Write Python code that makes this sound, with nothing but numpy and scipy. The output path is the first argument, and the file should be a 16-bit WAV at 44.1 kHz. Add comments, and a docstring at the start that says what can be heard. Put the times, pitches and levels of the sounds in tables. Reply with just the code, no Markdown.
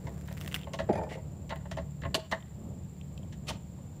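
"""A steel-bodied scooter is pushed off its stand and rolled along a paved road, engine off.
First hands rustle on the seat and grit crackles under the stand. At 0.9 s the stand swings up, thuds
into its rubber stop and shudders, its spring jangling. Loose steel parts knock and the wheel ticks as it
rolls; one part clacks hard at 2.1 s, a thin squeak follows, and near 3.5 s a sole scuffs the road, then
comes a faint shuffle. All the while insects buzz in the trees and a far engine idles."""
import sys
import numpy as np
from scipy import signal
from scipy.fft import rfft, irfft, next_fast_len
from scipy.io import wavfile
from scipy.ndimage import map_coordinates

SR = 44100
rng = np.random.default_rng(int(sys.argv[2]) if len(sys.argv) > 2 else 0)


def persist_wave(psi):
    """Save psi, clipped to +-1, as 16-bit WAV."""
    counts = np.round(np.clip(psi, -1, 1) * 32767).astype(np.int16)
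    wavfile.write(sys.argv[1], SR, np.atleast_2d(counts).T)


N = 176400
TIME = np.arange(N) / SR
T = np.arange(SR // 3) / SR  # seconds within one hit


# knocks of loose steel parts, and one faint dull shuffle near 3.8 s
# (t/s, hollow body level/dB, clang level/dB, crack level/dB)
KNOCKS_AND_SHUFFLE = [(.068, -40.5, -49.5, -57), (0.734, -37.5, -45, -43), (0.742, -41, -60, -54),
                      (0.7876, -35, -37.5, -50), (.799, -30.5, -41.5, -51), (1.493, -48, -49, -50.5),
                      (1.504, -37.5, -40.5, -64), (1.518, -33.5, -41, -69), (1.56, -51, -53, -75),
                      (1.653, -45, -56, -67), (1.712, -39.5, -44, -46), (1.769, -35, -47.5, -52),
                      (1.781, -36.5, -45, -58), (2.018, -64, -49, -57.5), (2.033, -41.5, -43.5, -89),
                      (2.050, -34.5, -42.5, -65), (2.313, -40, -41, -42.5), (2.3216, -27, -29, -46),
                      (0.668, -40.5, -54.5, -80), (3.502, -37, -47, -42.5), (3.324, -62, -56.5, -56.5),
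                      (3.783, -54, -71, -80), (.280, -52, -50.5, -68), (.308, -45, -53, -70)]
# ring of the body shell and of the steel parts (f/Hz, width/Hz, level/dB)
SHELL_MODES = [(242, 64, -11), (403, 56, -13), (561, 27, 0.5), (654, 23, 0.5), (764, 45, -8.5),
               (901, 55, -4), (1082, 35.5, -4)]
STEEL_MODES = [(1330, 290, -8), (1566, 146, -3.5), (1800, 206, 1), (2040, 234, 0.5), (2870, 540, -6),
               (3540, 160, -8), (3810, 180, -5.5), (4540, 770, -11)]
# EQ of the crack (f/Hz, level/dB)
CRACK_EQ = [(800, -50), (3000, 10), (4700, 0.5), (5100, 1.5), (6400, 1.5), (8000, -7), (9500, -8),
            (11000, -20), (16000, -13)]

def knocks(shell_lag_s=0.00039, rattle_db=3, octaves_per_db=0.4):
    """Steel parts crack and clang, and the body shell answers; the latest cue is only a dull shuffle."""
    out = np.zeros(N)
    for s, body_db, clang_db, crack_db in KNOCKS_AND_SHUFFLE:
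        cut_hz = 6200 * 2 ** (octaves_per_db * (crack_db + 58.5))  # harder cracks are brighter
        crack_eq = lambda f: colour(CRACK_EQ)(f) / (1 + (f / cut_hz) ** 10)
        body = contact(struck(SHELL_MODES, cut_hz=1800), 0.00051, 0.0077, rattle_db)
        clang = contact(struck(STEEL_MODES, cut_hz=2030), 0.00082, 0.011, rattle_db)
        crack = contact(crack_eq, 0.00023, 0.014, rattle_db)
        add(out, s + shell_lag_s, body_db, body)
        add(out, s, clang_db, clang)
        add(out, s, crack_db, crack)
    return out


# the hard clack and its rebound; the panel's jolt and flap back (t/s, level/dB)
CLACK_HITS = [(2.1433, -27.5), (2.149, -29)]
PANEL_HITS = [(2.146, -31), (2.176, -36)]
# EQ of the clack (f/Hz, level/dB)
CLACK_EQ = [(100, -16), (300, -2), (760, 0), (1240, -15), (1500, -8), (3550, -8), (4490, -3.5),
            (5150, -14.5), (6510, -13), (9080, -18), (14800, -28.5)]
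# bright ring of the part, hollow ring of the panel (f/Hz, width/Hz, level/dB)
CLACK_MODES = [(2730, 390, -1), (4560, 320, -9)]
PANEL_MODES = [(376, 60, -7), (492, 53, -9.5), (643.5, 14.6, 4), (868, 24, -5.5), (1097, 45, -2)]

def clack(ring_db=-7):
    """One part snaps home, rebounds and jolts the panel behind it."""
    out = np.zeros(N)
    for s, db in CLACK_HITS:
        add(out, s, db, contact(colour(CLACK_EQ), rise_s=0.00054, fall_s=0.0092))
        add(out, s, db + ring_db, contact(resonances(CLACK_MODES), rise_s=0.0012, fall_s=0.0024))
    for s, db in PANEL_HITS:
        add(out, s, db, contact(struck(PANEL_MODES, cut_hz=940), rise_s=0.00077, fall_s=0.0027))
    return out


# thud tones, sagging as the rubber relaxes (starting f/Hz, sag/(octaves/s), level/dB, attack t/s)
THUD_TONES = [(527, 36.3, -22.5, 0.013), (903, 15, -27.5, .0095), (269.6, 23, -26.5, 0.016)]
# bounces against the stop and shakes of the spring (t/s, level/dB)
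SHUDDER_HITS = [(0.8895, -26), (.906, -28.5), (.930, -33), (.953, -32.5), (0.975, -31.5), (.990, -35),
                (1.011, -32), (1.033, -38.5), (1.067, -42), (1.111, -39), (1.150, -39.5), (1.172, -44)]
JANGLE_HITS = [(.893, -49.5), (0.928, -45.5), (.953, -46), (.977, -47.5), (1.032, -52)]
# ring of the stand, the frame and the spring (f/Hz, width/Hz, level/dB)
STAND_MODES = [(420, 34, -3), (526, 19, -2.5), (621, 18, 3), (740, 56, -4), (878, 33, -0.5),
               (1720, 2100, -28)]
FRAME_MODES = [(184.5, 48, 7), (255, 45, 0.5), (315, 36, 3)]
SPRING_MODES = [(1356, 25, 3.5), (1590, 130, -1), (1860, 17, 11), (2100, 86, -2), (2450, 65, 3.5),
                (3410, 460, -12.5), (4780, 320, -9), (5980, 310, -14), (9600, 430, -13), (11400, 450, -18)]

def stand(thud_s=0.8895, boom_db=-8):
    """The stand thuds into its rubber stop and shudders; the frame booms and the spring jangles."""
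    out = np.zeros(N)
    for hz, sag, db, peak_s in THUD_TONES:
        swell = (T / peak_s) ** 2
        phase = 2 * np.pi * (np.cumsum(hz * 2 ** (-sag * T)) / SR + rng.random())
        add(out, thud_s, db, swell * np.exp(-swell) * np.sin(phase))
    for s, db in SHUDDER_HITS:
        thump = contact(struck(STAND_MODES, cut_hz=1500, detune=0.024), rise_s=0.00066, fall_s=0.0088)
        boom = contact(struck(FRAME_MODES, cut_hz=650), rise_s=0.00017, fall_s=0.0017)
        add(out, s, db, thump)
        add(out, s, db + boom_db, boom)
    for s, db in JANGLE_HITS:
        spring = struck(SPRING_MODES, cut_hz=9700, detune=0.0254)
        add(out, s, db, contact(spring, rise_s=0.00026, fall_s=0.013))
    return out


# snapping stones (t/s, click level/dB, leg ring level/dB)
GRIT_SNAPS = [(0.212, -59.5, -78), (.276, -56, -69), (0.327, -53, -62), (0.37, -55, -64),
              (0.3751, -53, -58), (.381, -55, -59), (0.406, -55, -62), (.412, -48, -48.5),
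              (0.4192, -57, -55), (.447, -54, -58), (0.4616, -53, -53), (0.477, -46, -46),
              (0.479, -46.5, -56), (0.514, -65, -51), (0.5218, -53, -48), (0.528, -51, -51),
              (0.5431, -40.5, -32.5), (0.5478, -39.5, -40.5), (0.5529, -45, -42.5), (0.5617, -42.5, -44),
              (1.559, -58, -53)]
# EQ of the grit (f/Hz, level/dB)
GRIT_EQ = [(300, -2), (1100, 1.5), (1900, 6), (3000, -2), (5000, -3), (9500, -4), (10600, -10),
           (12500, -4.5), (16000, -2.5)]
# ring of the stand's legs (f/Hz, width/Hz, level/dB)
LEG_MODES = [(1510, 99, -5), (1870, 145, 2.5), (2720, 200, 7.5), (3400, 560, 1)]
# fader of the fine crunch (t/s, level/dB)
CRUNCH_FADER = [(.25, -64), (.30, -58.5), (.35, -66), (.41, -55.5), (.5, -55), (.56, -63), (.62, -62),
                (.72, -73), (.76, -100)]

def grit(spikiness=0.55, scatter_db=-7, density=0.04):
    """Stones snap under the stand's feet and ring its legs, over a crunch of finer grains."""
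    out = np.zeros(N)
    stone = colour(GRIT_EQ)
    for s, click_db, ring_db in GRIT_SNAPS:
        add(out, s, click_db, contact(stone, rise_s=0.00005, fall_s=0.00033))
        add(out, s, click_db + scatter_db, contact(stone, rise_s=0.00024, fall_s=0.0091))
        legs = struck(LEG_MODES, cut_hz=2100, detune=0.037)
        add(out, s, ring_db, contact(legs, rise_s=0.00005, fall_s=0.00031))
    grains = rng.standard_normal(N) * np.exp(spikiness * rng.standard_normal(N))
    grains *= rng.random(N) < density
    return out + unit(filtered(grains, stone)) * amp(fader(CRUNCH_FADER))


# shoe strokes (t/s, length/s, sole level/dB, rasp level/dB)
SCUFF_STROKES = [(1.088, 0.077, -56, -51), (3.467, 0.017, -51.5, -72), (3.480, 0.027, -37, -47.5)]
# EQ of the sole (f/Hz, level/dB)
SOLE_EQ = [(240, -16), (400, -9), (765, -4.5), (1030, -17), (1160, -1.5), (1510, -22), (1760, -16),
           (2630, -5.5), (3870, -10), (8900, -18.5), (16000, -36)]
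# raspy peaks on top (f/Hz, width/Hz, level/dB)
RASP_MODES = [(1900, 300, 4), (2340, 410, 2.5), (2780, 220, 3)]

def scuffs(grain=0.6):
    """A sole drags over the rough road."""
    out = np.zeros(N)
    for s, length, db, rasp_db in SCUFF_STROKES:
        rub = arch(T / length) * rng.standard_normal((2, len(T)))
        sole, rasp = rub * np.exp(grain * rng.standard_normal(len(T)))
        length_db = 10 * np.log10(length / 0.01)  # holds the level over the whole stroke
        add(out, s, db + length_db, filtered(sole, colour(SOLE_EQ)))
        add(out, s, rasp_db + length_db, filtered(rasp, struck(RASP_MODES, cut_hz=6900)))
    return out


# fader of the rustle (t/s, level/dB)
RUSTLE_FADER = [(0, -54.5), (.06, -50.5), (.25, -59), (.7, -54), (1.3, -63.5), (2, -88)]
# its soft, dull EQ (f/Hz, level/dB)
RUSTLE_EQ = [(120, -39), (280, 2), (400, 1), (520, 0), (720, -6), (1100, -16), (2200, -25), (5000, -54)]

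def rustle(flutter_db=3.6):
    """Hands and clothes rub on the seat as the push begins."""
    return noise(RUSTLE_EQ) * amp(fader(RUSTLE_FADER) + flutter_db * wobble(37))


# wheel ticks (t/s, level/dB)
TICK_HITS = [(.591, -57), (0.613, -56), (0.633, -52.5), (0.643, -55.5), (2.404, -63.5), (2.425, -60),
             (3.012, -56.5), (3.1773, -54.5), (3.2308, -63.5)]
# their ring (f/Hz, width/Hz, level/dB)
TICK_MODES = [(2700, 410, 12), (3170, 116, 17.5), (3570, 140, 13)]

def ticks():
    """Small dry ticks as the wheel turns."""
    out = np.zeros(N)
    for s, db in TICK_HITS:
        add(out, s, db, contact(resonances(TICK_MODES), rise_s=0.00025, fall_s=0.00077))
    return out


# glide of the squeak (t/s, f/Hz, level/dB)
SQUEAK_GLIDE = [(2.55, 12000, -82), (2.615, 12100, -83), (2.645, 12680, -81), (2.72, 12250, -74)]

def squeak(waver_hz=70):
    """Rubbing metal gives a thin, unsteady whistle as the wheel rolls."""
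    s, hz, db = np.transpose(SQUEAK_GLIDE)
    fade = arch((TIME - s[0]) / (s[-1] - s[0]))
    pitch = np.interp(TIME, s, hz) + waver_hz * wobble(580)
    return amp(np.interp(TIME, s, db)) * fade * unit(np.sin(2 * np.pi * np.cumsum(pitch) / SR))


# narrow, high EQ of the insect chorus (f/Hz, level/dB)
CHORUS_EQ = [(6000, -71.5), (6750, -14), (7050, 7), (7300, 9), (7600, 6.5), (8100, -6.5), (10000, -42.5)]

def insects(pitch_hz=7215, sweep_hz=507, pulse_hz=81.5, buzz_db=-69, chorus_db=-69, overtone_db=-14):
    """One insect pulses in groups of four, each pulse falling in pitch, over a steady chorus."""
    cycles = np.cumsum(pulse_hz * (1 + 0.018 * wobble(30))) / SR
    in_pulse = cycles % 1
    phase = 2 * np.pi * np.cumsum(pitch_hz + sweep_hz * (.5 - in_pulse) + 110 * wobble(900)) / SR
    groups = 1 + 0.86 * np.cos(np.pi * cycles / 2)
    pulses = unit(np.sin(np.pi * in_pulse) ** 2 * groups * amp(2 * wobble(55)))
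    tone = unit(np.sin(phase) + amp(overtone_db) * np.sin(2 * phase))
    return amp(buzz_db) * pulses * tone + amp(chorus_db) * noise(CHORUS_EQ)


# engine hum (harmonic number, level/dB before the fader)
IDLE_HARMONICS = [(2, -52), (3, -58.5), (4, -48), (5, -52.5)]
# fader of the hum (t/s, level/dB)
IDLE_FADER = [(0, 2.5), (.7, 3), (1.4, -0.5), (1.9, 3.5), (2.4, -6.5), (3.1, 0.5), (4, -4.5)]
# EQ of the traffic and air beds (f/Hz, level/dB)
TRAFFIC_EQ = [(20, -47), (35, -12), (52, -14), (62, -4), (85, -2), (113, -4.5), (150, -4), (200, -6.5),
              (245, -15.5), (400, -22.5), (600, -25), (1200, -39), (2000, -88.5)]
AIR_EQ = [(300, -8.5), (1000, 0), (2000, -1.5), (4000, -5.5), (6500, -9.5), (9000, -9), (11000, -14),
          (13000, -12), (14500, -8.5), (15400, -6), (16000, -39)]

def far_engine_and_traffic(idle_hz=36.59, rumble_db=-44, air_db=-68):
    """A far engine idles unevenly over low traffic rumble and faint air."""
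    turn = 2 * np.pi * np.cumsum(idle_hz * (1 + 0.00917 * wobble(2.987))) / SR
    hum = np.zeros(N)
    for k, db in IDLE_HARMONICS:
        hum += amp(db + 1.9 * wobble(6.04)) * unit(np.sin(k * turn + 0.28 * wobble(10)))
    traffic = amp(rumble_db + 2.32 * wobble(7.724)) * noise(TRAFFIC_EQ)
    return amp(fader(IDLE_FADER)) * hum + traffic + amp(air_db) * noise(AIR_EQ)


# outdoor reverb time (f/Hz, t/s to fall 60 dB)
REVERB_TIMES = [(200, 0.32), (1000, 0.41), (4000, 0.3), (14000, 0.18)]

def outdoors(x, build_s=0.013, drift_hz=45, paths=4):
    """Trees and walls return a thin tail; its paths mingle so that no pitch hangs on."""
    wet = np.zeros(N)
    for _ in range(paths):
        hz, t, bands = signal.stft(rng.standard_normal(SR // 2), SR, nperseg=256)
        decay = amp(-60 * t / along(REVERB_TIMES, hz)[:, None])
        tail = signal.istft(bands * decay * (1 - np.exp(-t / build_s)), SR, nperseg=256)[1]
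        wet += wobble(drift_hz) * signal.fftconvolve(x, tail / np.linalg.norm(tail))[:N]
    return wet / np.sqrt(paths)


def contact(response, rise_s, fall_s, rattle_db=0, rattle_hz=580):
    """A noise burst through a response; rattle_db makes it chatter as loose parts touch and part."""
    chatter = amp(rattle_db * np.tanh(wobble(rattle_hz, size=len(T))))
    pressure = (1 - np.exp(-T / rise_s)) * np.exp(-T / fall_s) * chatter
    return filtered(rng.standard_normal(len(T)) * pressure, response)


def struck(modes, cut_hz, vary_db=1.5, detune=0.01):
    """Resonances struck at a new spot each time, dulled above cut_hz by a blunt contact."""
    varied = [(hz * np.exp(detune * rng.standard_normal()), width, db + vary_db * rng.standard_normal())
              for hz, width, db in modes]
    return lambda f: resonances(varied)(f) / (1 + np.sqrt(2) * 1j * f / cut_hz - (f / cut_hz) ** 2)


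def resonances(modes):
    """A bank of (f/Hz, width/Hz, level/dB) resonators, alternating in polarity."""
    return lambda f: sum((-1) ** k * amp(db) * 1j * f * width / (hz * hz - f * f + 1j * f * width)
                         for k, (hz, width, db) in enumerate(modes))


def colour(points):
    """A minimum-phase EQ through (f/Hz, level/dB) points."""
    def response(hz):
        cepstrum = irfft(np.log(amp(along(points, hz))))
        cepstrum[1:len(cepstrum) // 2] *= 2
        cepstrum[len(cepstrum) // 2 + 1:] = 0
        return np.exp(rfft(cepstrum))
    return response


def filtered(x, response):
    """x times a complex response of frequency."""
    size = 2 * next_fast_len(len(x))
    return irfft(rfft(x, size) * response(np.fft.rfftfreq(size, 1 / SR)), size)[:len(x)]


def noise(points):
    """Coloured noise of rms 1."""
    return unit(filtered(rng.standard_normal(N), colour(points)))


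def wobble(rate, size=N):
    """A smooth random curve, rate knots a second."""
    return map_coordinates(rng.standard_normal(int(size * rate / SR) + 4), [np.arange(size) * rate / SR])


def add(track, s, db, sound):
    """Lay a sound on the track; dB is its energy spread over 10 ms."""
    part = track[round(s * SR):][:len(sound)]
    part += (amp(db) * np.sqrt(SR / 100) * sound / np.linalg.norm(sound))[:len(part)]


def along(points, hz):
    """Read (f/Hz, value) points on a log axis."""
    f, values = np.transpose(points)
    return np.interp(np.log(hz + 1), np.log(f + 1), values)


def fader(points):
    """A level ride in dB through (t/s, level/dB) points."""
    return np.interp(TIME, *np.transpose(points))


def arch(progress):
    """A rounded fade in and out as progress runs from 0 to 1."""
    return np.sqrt(np.abs(np.sin(np.pi * np.clip(progress, 0, 1))))


def amp(db):
    return 10 ** (np.asarray(db) / 20)


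def unit(x):
    return x / np.sqrt(np.mean(x ** 2) + 1e-20)


def scene(wet_db=-18):
    """The scooter up close with a touch of reverb, over the background beds, in mono."""
    near = knocks() + clack() + stand() + grit() + ticks() + scuffs() + squeak() + rustle()
    return (near + amp(wet_db) * outdoors(near) + insects() + far_engine_and_traffic())[None]


def record(dry, low_cut_hz=25, top_hz=15650):
    """Master EQ: roll off the deepest bass and cut the very top steeply."""
    def band(hz):
        return hz ** 2 / np.hypot(hz ** 2, low_cut_hz ** 2) / (1 + (hz / top_hz) ** 120)
    return filtered(dry[0], band)[None]


dry = scene()
out = record(dry)
persist_wave(out)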